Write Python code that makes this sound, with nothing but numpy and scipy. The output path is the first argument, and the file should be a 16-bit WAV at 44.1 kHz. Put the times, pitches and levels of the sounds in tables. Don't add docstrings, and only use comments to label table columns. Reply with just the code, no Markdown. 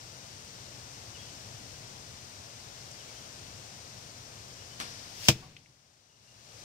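import sys
import numpy as np
from scipy import signal
from scipy.fft import rfft, irfft, next_fast_len
from scipy.io import wavfile
from scipy.ndimage import minimum_filter1d

SR = 44100
rng = np.random.default_rng(int(sys.argv[2]) if len(sys.argv) > 2 else 0)


def unload_audio(sound):
    columns = np.transpose(np.atleast_2d(sound))
    steps = np.round(np.clip(columns, -1, 1) * 32767)
    wavfile.write(sys.argv[1], SR, steps.astype(np.int16))


N = 292824
T = np.arange(N) / SR
AGE = T[:round(1.25 * SR)]
RELEASE_S, HIT_S = 4.8005, 5.2848


def amp(db):
    return 10 ** (np.asarray(db) / 20)


def unit(x):
    return x / np.sqrt(np.mean(x ** 2) + 1e-20)


def read(points, hz):
    f, value = np.transpose(points)
    return np.interp(np.log(hz + 1), np.log(f + 1), value)


def pan(side_db):
    return amp(np.array([[.5], [-.5]]) * side_db)


def add(mix, s, sound):
    part = mix[:, round(s * SR):][:, :sound.shape[-1]]
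    part += sound[..., :part.shape[1]]


def low_cut(x, edge_hz):
    return signal.sosfilt(signal.butter(2, edge_hz, "high", fs=SR, output="sos"), x)


def low_pass(edge_hz):
    return signal.butter(2, edge_hz, fs=SR, output="sos")


def dying(t60_s, rise_s, delay_s=0.):
    age = np.maximum(AGE - delay_s, 0)
    return (1 - np.exp(-age / rise_s)) * np.exp(-np.log(1000) * age / t60_s)


def noise(colour, same=0., lag_ms=0., size=len(AGE)):
    full = next_fast_len(size)
    hz = np.fft.rfftfreq(full, 1 / SR)
    own, shared = rfft(rng.standard_normal((2, full)))
    same = np.clip(read(same, hz) if np.ndim(same) else same, -1, 1)
    lag = np.exp(-2j * np.pi * hz * lag_ms / 1000)
    left = same * shared * lag + np.sqrt(1 - same ** 2) * own
    ports_db = [read(np.array(colour)[:, [0, port]], hz) for port in (1, 2)]
    return unit(irfft(np.array([left, shared]) * amp(ports_db), full)[:, :size])


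def drift(top_hz):
    coarse = T[::256]
    rates_hz = np.geomspace(top_hz / 20, top_hz, 20)
    slow = sum(np.sin(2 * np.pi * (f * coarse + rng.random())) / np.sqrt(f) for f in rates_hz)
    return np.interp(T, coarse, unit(slow))


def ring(modes, rise_s):
    out = np.zeros((2, len(AGE)))
    for hz, db, t60_s in modes:
        phase = rng.random((2, 1))
        out += amp(db) * dying(t60_s, rise_s) * np.sin(2 * np.pi * (hz * AGE + phase))
    return out


def rock(modes, rise_s, delay_s):
    age = AGE - delay_s
    return sum(amp(db) * dying(t60_s, rise_s, delay_s) * np.sin(2 * np.pi * hz * age)
               for hz, db, t60_s in modes)


# (frequency [Hz], left [relative dB/Hz], right [relative dB/Hz])
SMACK_COLOUR = [(400, -8.5, -10.5), (600, -6.5, -4.5), (850, -9.5, -7.5), (1294, -10, -16),
                (2030, -9, -14.5), (2660, -0.5, 1), (3500, -3.5, -8), (4300, -6, -7), (5400, -3, -5),
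                (7700, -11, -7.5), (9000, -25.5, -16), (12500, -28, -22.5), (15000, -26.5, -15.5)]
# (delay [s], level [dB], left lag [ms])
SLAPS = [(0, -5.5, .16), (.0022, -5.5, .05), (.0036, -3.5, 0.17), (.006, -11.5, .1), (.0175, -22.5, -.1)]


def smack(crack_db=11.0, crack_t60_s=0.016, crush_db=1, crush_t60_s=0.055):
    cracks = sum(amp(db) * noise(SMACK_COLOUR, .9, lag_ms) * dying(crack_t60_s, .00008, delay_s)
                 for delay_s, db, lag_ms in SLAPS)
    crush = noise(SMACK_COLOUR, 0.43, 0.18) * dying(crush_t60_s, 0.0025)
    return low_cut(amp(crack_db) * cracks + amp(crush_db) * crush, edge_hz=440)


# (frequency [Hz], level [relative dB], t60 [s])
FACE_MODES = [(232, -1.5, 0.045), (615, -5, .04), (988, -7.5, 0.04), (1105, -10, .04)]
# (frequency [Hz], level [relative dB], t60 [s])
BLOCK_MODES = [(80, -15.5, .16), (109.7, -9.5, .13), (130.3, -0.5, 0.11), (145.8, -13, 0.14),
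               (179.2, -11, 0.12), (210, -13, 0.11), (260, -13, 0.063), (331, -7.5, 0.092),
               (472, -15.5, 0.092), (584, -15.5, .07), (625, -12, 0.063), (767, -19.5, .07),
               (948, -14.5, .06)]


def block(thud_db=3.5, push_s=.0037, rise_s=0.0025, face_db=-1, face_rise_s=.0015, face_s=.0005,
          lowest_hz=52):
    knock = amp(face_db) * rock(FACE_MODES, face_rise_s, face_s)
    thud = amp(thud_db) * rock(BLOCK_MODES, rise_s, push_s)
    return pan(2.2) * low_cut(knock + thud, lowest_hz)


# (frequency [Hz], level [relative dB], t60 [s])
REFLECTION_LINES = [(2430, -2, 0.11), (2620, -1.5, 0.081), (2790, -4, .07), (3280, 3, .06),
                    (3770, -6, 0.091), (4911, -4, 0.066), (5130, 2.5, .06), (5280, 4, 0.1),
                    (5800, 1.5, .08), (5930, 6, 0.066)]


def reflection_lines(lines_db=-11):
    return amp(lines_db) * pan(3) * ring(REFLECTION_LINES, .0005)


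# (frequency [Hz], left [relative dB/Hz], right [relative dB/Hz])
ROOF_COLOUR = [(600, -4.5, -8.5), (1000, -11.5, -10.5), (1586, -11, -15), (2400, -3, -2),
               (3400, -1.5, -4.5), (4300, -5, -7), (5600, -0.5, -6.5), (7440, -10.5, -7.5),
               (9100, -16.5, -18.5), (12520, -26, -17), (15000, -25, -15.5)]
TREES_COLOUR = [(300, 2, -1), (600, -6, -7), (1200, -9.0, -16), (2500, -5.5, -7.5), (4000, -6, -14),
                (5600, -3.5, -12.5), (8500, -18, -16.5), (11500, -27.5, -25), (15000, -28.5, -25)]
BOOM_COLOUR = [(30, -30, -31.5), (80, -7, -11), (125, 0, -3), (170, -6.5, -9), (260, -18.5, -22.5),
               (700, -30.5, -33.5), (3000, -69.5, -69.5)]


def echoes(roof_db=-1.5, roof_t60_s=0.12, trees_db=-27.5, trees_t60_s=0.92, boom_db=-30.0,
           boom_t60_s=1.05, clump_db=1):
    same = [(150, 1.0), (600, .8), (1500, .1)]  # (frequency [Hz], port likeness [0-1])
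    clumps = amp(clump_db * drift(140)[:len(AGE)])
    roof = low_cut(noise(ROOF_COLOUR, same), edge_hz=280) * dying(roof_t60_s, .004) * clumps
    trees = noise(TREES_COLOUR, same) * dying(trees_t60_s, .02) * np.sqrt(clumps)
    boom = noise(BOOM_COLOUR, same) * dying(boom_t60_s, .05)
    return amp(roof_db) * roof + amp(trees_db) * trees + amp(boom_db) * boom


def thud_echo(thud, echo_db=-27, dull_hz=350):
    return amp(echo_db) * signal.sosfilt(low_pass(dull_hz), thud)


# (frequency [Hz], left [relative dB/Hz], right [relative dB/Hz])
FAR_WALL_COLOUR = [(100, -8, -10), (400, -4, -9), (1140, 5, -3), (1800, -19, -18), (5000, -22, -28),
                   (15000, -41, -45)]
# (frequency [Hz], level [relative dB], t60 [s])
FAR_RING_MODES = [(745, 2, 0.43), (1125, 5, 0.22), (1390, -2, .12)]


def far_knock(wall_db=-37, t60_s=0.23, ring_db=-43):
    wall = amp(wall_db) * noise(FAR_WALL_COLOUR, 0.67) * dying(t60_s, 0.00093)
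    return wall + amp(ring_db) * ring(FAR_RING_MODES, 0.0018)


# (frequency [Hz], left [relative dB/Hz], right [relative dB/Hz])
BOW_COLOUR = [(120, -11, -18), (280, -6, -4), (516, -11, -20), (1100, -1.5, -9), (1750, -5, -8),
              (2300, -4.5, -14), (4000, -3.5, -12), (5800, -10, -10.0), (8500, -29, -12), (13000, -38, -23),
              (15000, -42.5, -25)]
# (frequency [Hz], level [relative dB], t60 [s])
LIMB_MODES = [(225, -2.5, .25), (1780, 0, .22), (2340, -2, .2)]


def bow(string_db=-44, lead_s=.007, snap_db=-21, buzz_db=-34, buzz_t60_s=.22, limbs_db=-47,
        bounce_db=-33, bounce_s=0.0073, bounce_t60_s=0.046):
    string = amp(string_db) * noise(BOW_COLOUR, 0.56, 0.4) * dying(0.049, 0.00041)
    envelope = amp(snap_db) * dying(0.0086, 0.00061) + amp(buzz_db) * dying(buzz_t60_s, 0.004)
    snap = noise(BOW_COLOUR, 0.85, .36) * envelope
    bounce = amp(bounce_db) * noise(BOW_COLOUR, .75, .1) * dying(bounce_t60_s, .001, bounce_s)
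    limbs = amp(limbs_db) * pan(4.4) * ring(LIMB_MODES, .002)
    out = np.zeros((2, N))
    add(out, RELEASE_S - lead_s, string)
    add(out, RELEASE_S, snap + bounce + limbs)
    return out


# (frequency [Hz], left [relative dB/Hz], right [relative dB/Hz])
LAUNCH_COLOUR = [(400, -10.5, -11.5), (1200, -7.5, -18), (1795, -6, -10), (2600, -8.5, -16),
                 (4000, -3, -15.5), (5300, 2, -11), (6990, -13, -14.5), (10010, -23.5, -19.5),
                 (15000, -29.5, -30)]
VANES_COLOUR = [(400.6, -20.5, -23.5), (1100, -15.5, -22), (2000, -7, -13.5), (3000, -4, -11.5),
                (4100, -4.5, -10), (5300, 1, -10.5), (6750, -9, -10), (9500, -20, -13.5),
                (15040, -32.5, -15)]


def flight(launch_db=-44, launch_t60_s=1.7, near_db=-38, pass_s=5.255, near_s=0.026, arrive_db=-33,
           arrive_s=.005):
    t = RELEASE_S + AGE
    leaving = amp(launch_db) * dying(launch_t60_s, 0.016)
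    flown = (t - RELEASE_S) / (HIT_S - RELEASE_S)
    passing = amp(near_db) * flown / np.hypot(1, (t - pass_s) / near_s)
    arriving = amp(arrive_db) * np.exp(-abs(t - HIT_S) / arrive_s)
    vanes = noise(VANES_COLOUR, 0.36, .3) * (passing + arriving) * (t < HIT_S)
    return noise(LAUNCH_COLOUR, 0.55, -0.35) * leaving + vanes


def tick(db, centre_hz, width_octaves, t60_s=0.017, room_db=-21):
    hz = np.geomspace(100, 16000, 60)
    bell_db = -40 * np.log10(1 + (np.log2(hz / centre_hz) / width_octaves) ** 2)
    envelope = dying(t60_s, 0.00034) + amp(room_db) * dying(0.17, .003)
    return amp(db) * pan(5.0) * noise(np.c_[hz, bell_db, bell_db], 0.94, 0.35) * envelope


# (time [s], length [s], pitch before arch [Hz], glide [octaves], level [dB])
BIRD_NOTES = [(1.138, .042, 2750, -.3, -51), (1.178, .05, 3165, .06, -51.5), (1.255, .065, 2900, .04, -59),
              (1.325, .04, 3700, -.08, -60), (2.98, .055, 2910, -.3, -54), (3.07, .04, 2220, -.06, -59.5),
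              (3.145, .055, 3030, .2, -55.5), (4.58, .055, 2780, 0, -58.5), (4.691, .06, 2906, .17, -56.5),
              (6.088, .026, 2740, -.14, -52), (6.118, .046, 2740, 0, -52), (6.266, .046, 2715, .06, -50.5)]


def birds(song_db=0, echo_db=-2, t60_s=.55, warble=.01, arch_octaves=.06):
    song = np.zeros((2, N))
    for s, length_s, pitch_hz, glide, db in BIRD_NOTES:
        t = AGE[AGE < length_s]
        arch = np.sin(np.pi * t / length_s)
        waver = 1 + warble * np.sin(2 * np.pi * (rng.uniform(40, 90) * t + rng.random()))
        bend_octaves = glide * (t / length_s - .5) + arch_octaves * arch
        hz = pitch_hz * 2 ** bend_octaves * waver
        add(song, s, amp(db) * arch * np.sin(2 * np.pi * np.cumsum(hz) / SR))
    tail = rng.standard_normal((2, len(AGE))) * dying(t60_s, 0.012)
    wet = signal.fftconvolve(song, tail / np.linalg.norm(tail[0]), axes=1)[:, :N]
    return amp(song_db) * pan(3.7) * (song + amp(echo_db) * wet)


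# (frequency [Hz], left [relative dB/Hz], right [relative dB/Hz])
WOODS_COLOUR = [(25, -23.5, -26.5), (58.7, -12.0, -15.0), (110, -1.5, -4.5), (178, -11.5, -15.0),
                (340, -16.5, -19.5), (646, -12.5, -17.5), (1110, -17, -25.0), (2000, -19, -25),
                (2700, -18.5, -24.0), (3680, -17.0, -26), (5890, -11.5, -25), (7540, -23, -21.5),
                (11300, -35, -34), (15000, -37.5, -38.5)]
# (frequency [Hz], likeness [0-1])
WOODS_SAME = [(60, .93), (130, 1), (290, 0.96), (640, .55), (1400, 0.41), (3000, .4), (5500, 0.36),
              (9000, 0.05), (15000, 0.17)]
# (time of top [s], half length [s], rise [dB])
GUSTS = [(0.6, 0.33, 1.5), (1.58, .38, 3.5), (3.447, 0.12, 4)]
# (time [s], level [relative dB])
HISS_LEVEL = [(0.2, -0.55), (1.3, 0.8), (2.2, -0.5), (3.15, 0.6), (4.3, -0.74), (5.5, 0.5)]


def woods(air_db=-47, calm_db=-0.85, split_hz=260, lag_ms=-0.39, flutter_db=0.25):
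    air = noise(WOODS_COLOUR, WOODS_SAME, lag_ms, size=N)
    low = signal.sosfiltfilt(low_pass(split_hz), air)
    breeze_db = calm_db + sum(db * np.exp(-((T - s) / half_s) ** 2) for s, half_s, db in GUSTS)
    rumble = low * amp(breeze_db + flutter_db * drift(14))
    hiss = (air - low) * amp(np.interp(T, *np.transpose(HISS_LEVEL)))
    return amp(air_db) * (rumble + hiss)


# (time [s], level [dB], centre [Hz], width [octaves])
TICKS = [(2.9134, -43, 6500, 0.62), (5.5662, -23, 2810, .8), (5.6595, -36, 2250, .5)]


def scene(far_knock_s=5.422, thud_echo_s=5.354):
    mix = woods() + birds() + bow()
    thud = block()
    add(mix, RELEASE_S, flight())
    add(mix, HIT_S, smack() + reflection_lines() + thud + echoes())
    add(mix, thud_echo_s, thud_echo(thud))
    add(mix, far_knock_s, far_knock())
    for s, db, centre_hz, width_octaves in TICKS:
        add(mix, s, tick(db, centre_hz, width_octaves))
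    return mix


def record(dry, limit_db=-20, range_db=16, hold_s=0.82, recover_db_per_s=29, attack_s=0.0006,
           edge_hz=15700):
    over_db = np.clip(20 * np.log10(abs(dry).max(0) + 1e-9) - limit_db, 0, None)
    over_db = np.minimum(over_db * (over_db > 6), range_db)
    size = int(hold_s * SR)
    held_db = -minimum_filter1d(-over_db, size, origin=(size - 1) // 2, mode="constant")
    fall_db = T * recover_db_per_s
    cut_db = np.maximum.accumulate(held_db + fall_db) - fall_db
    pole = np.exp(-1 / (attack_s * SR))
    ducked = dry / amp(signal.lfilter([1 - pole], [1, -pole], cut_db))
    clipped = np.clip(ducked, -.93, .93)
    band = signal.firwin(511, edge_hz, window=("kaiser", 9), fs=SR)
    return signal.oaconvolve(clipped, band[None], "same")


dry = scene()
out = record(dry)
unload_audio(out)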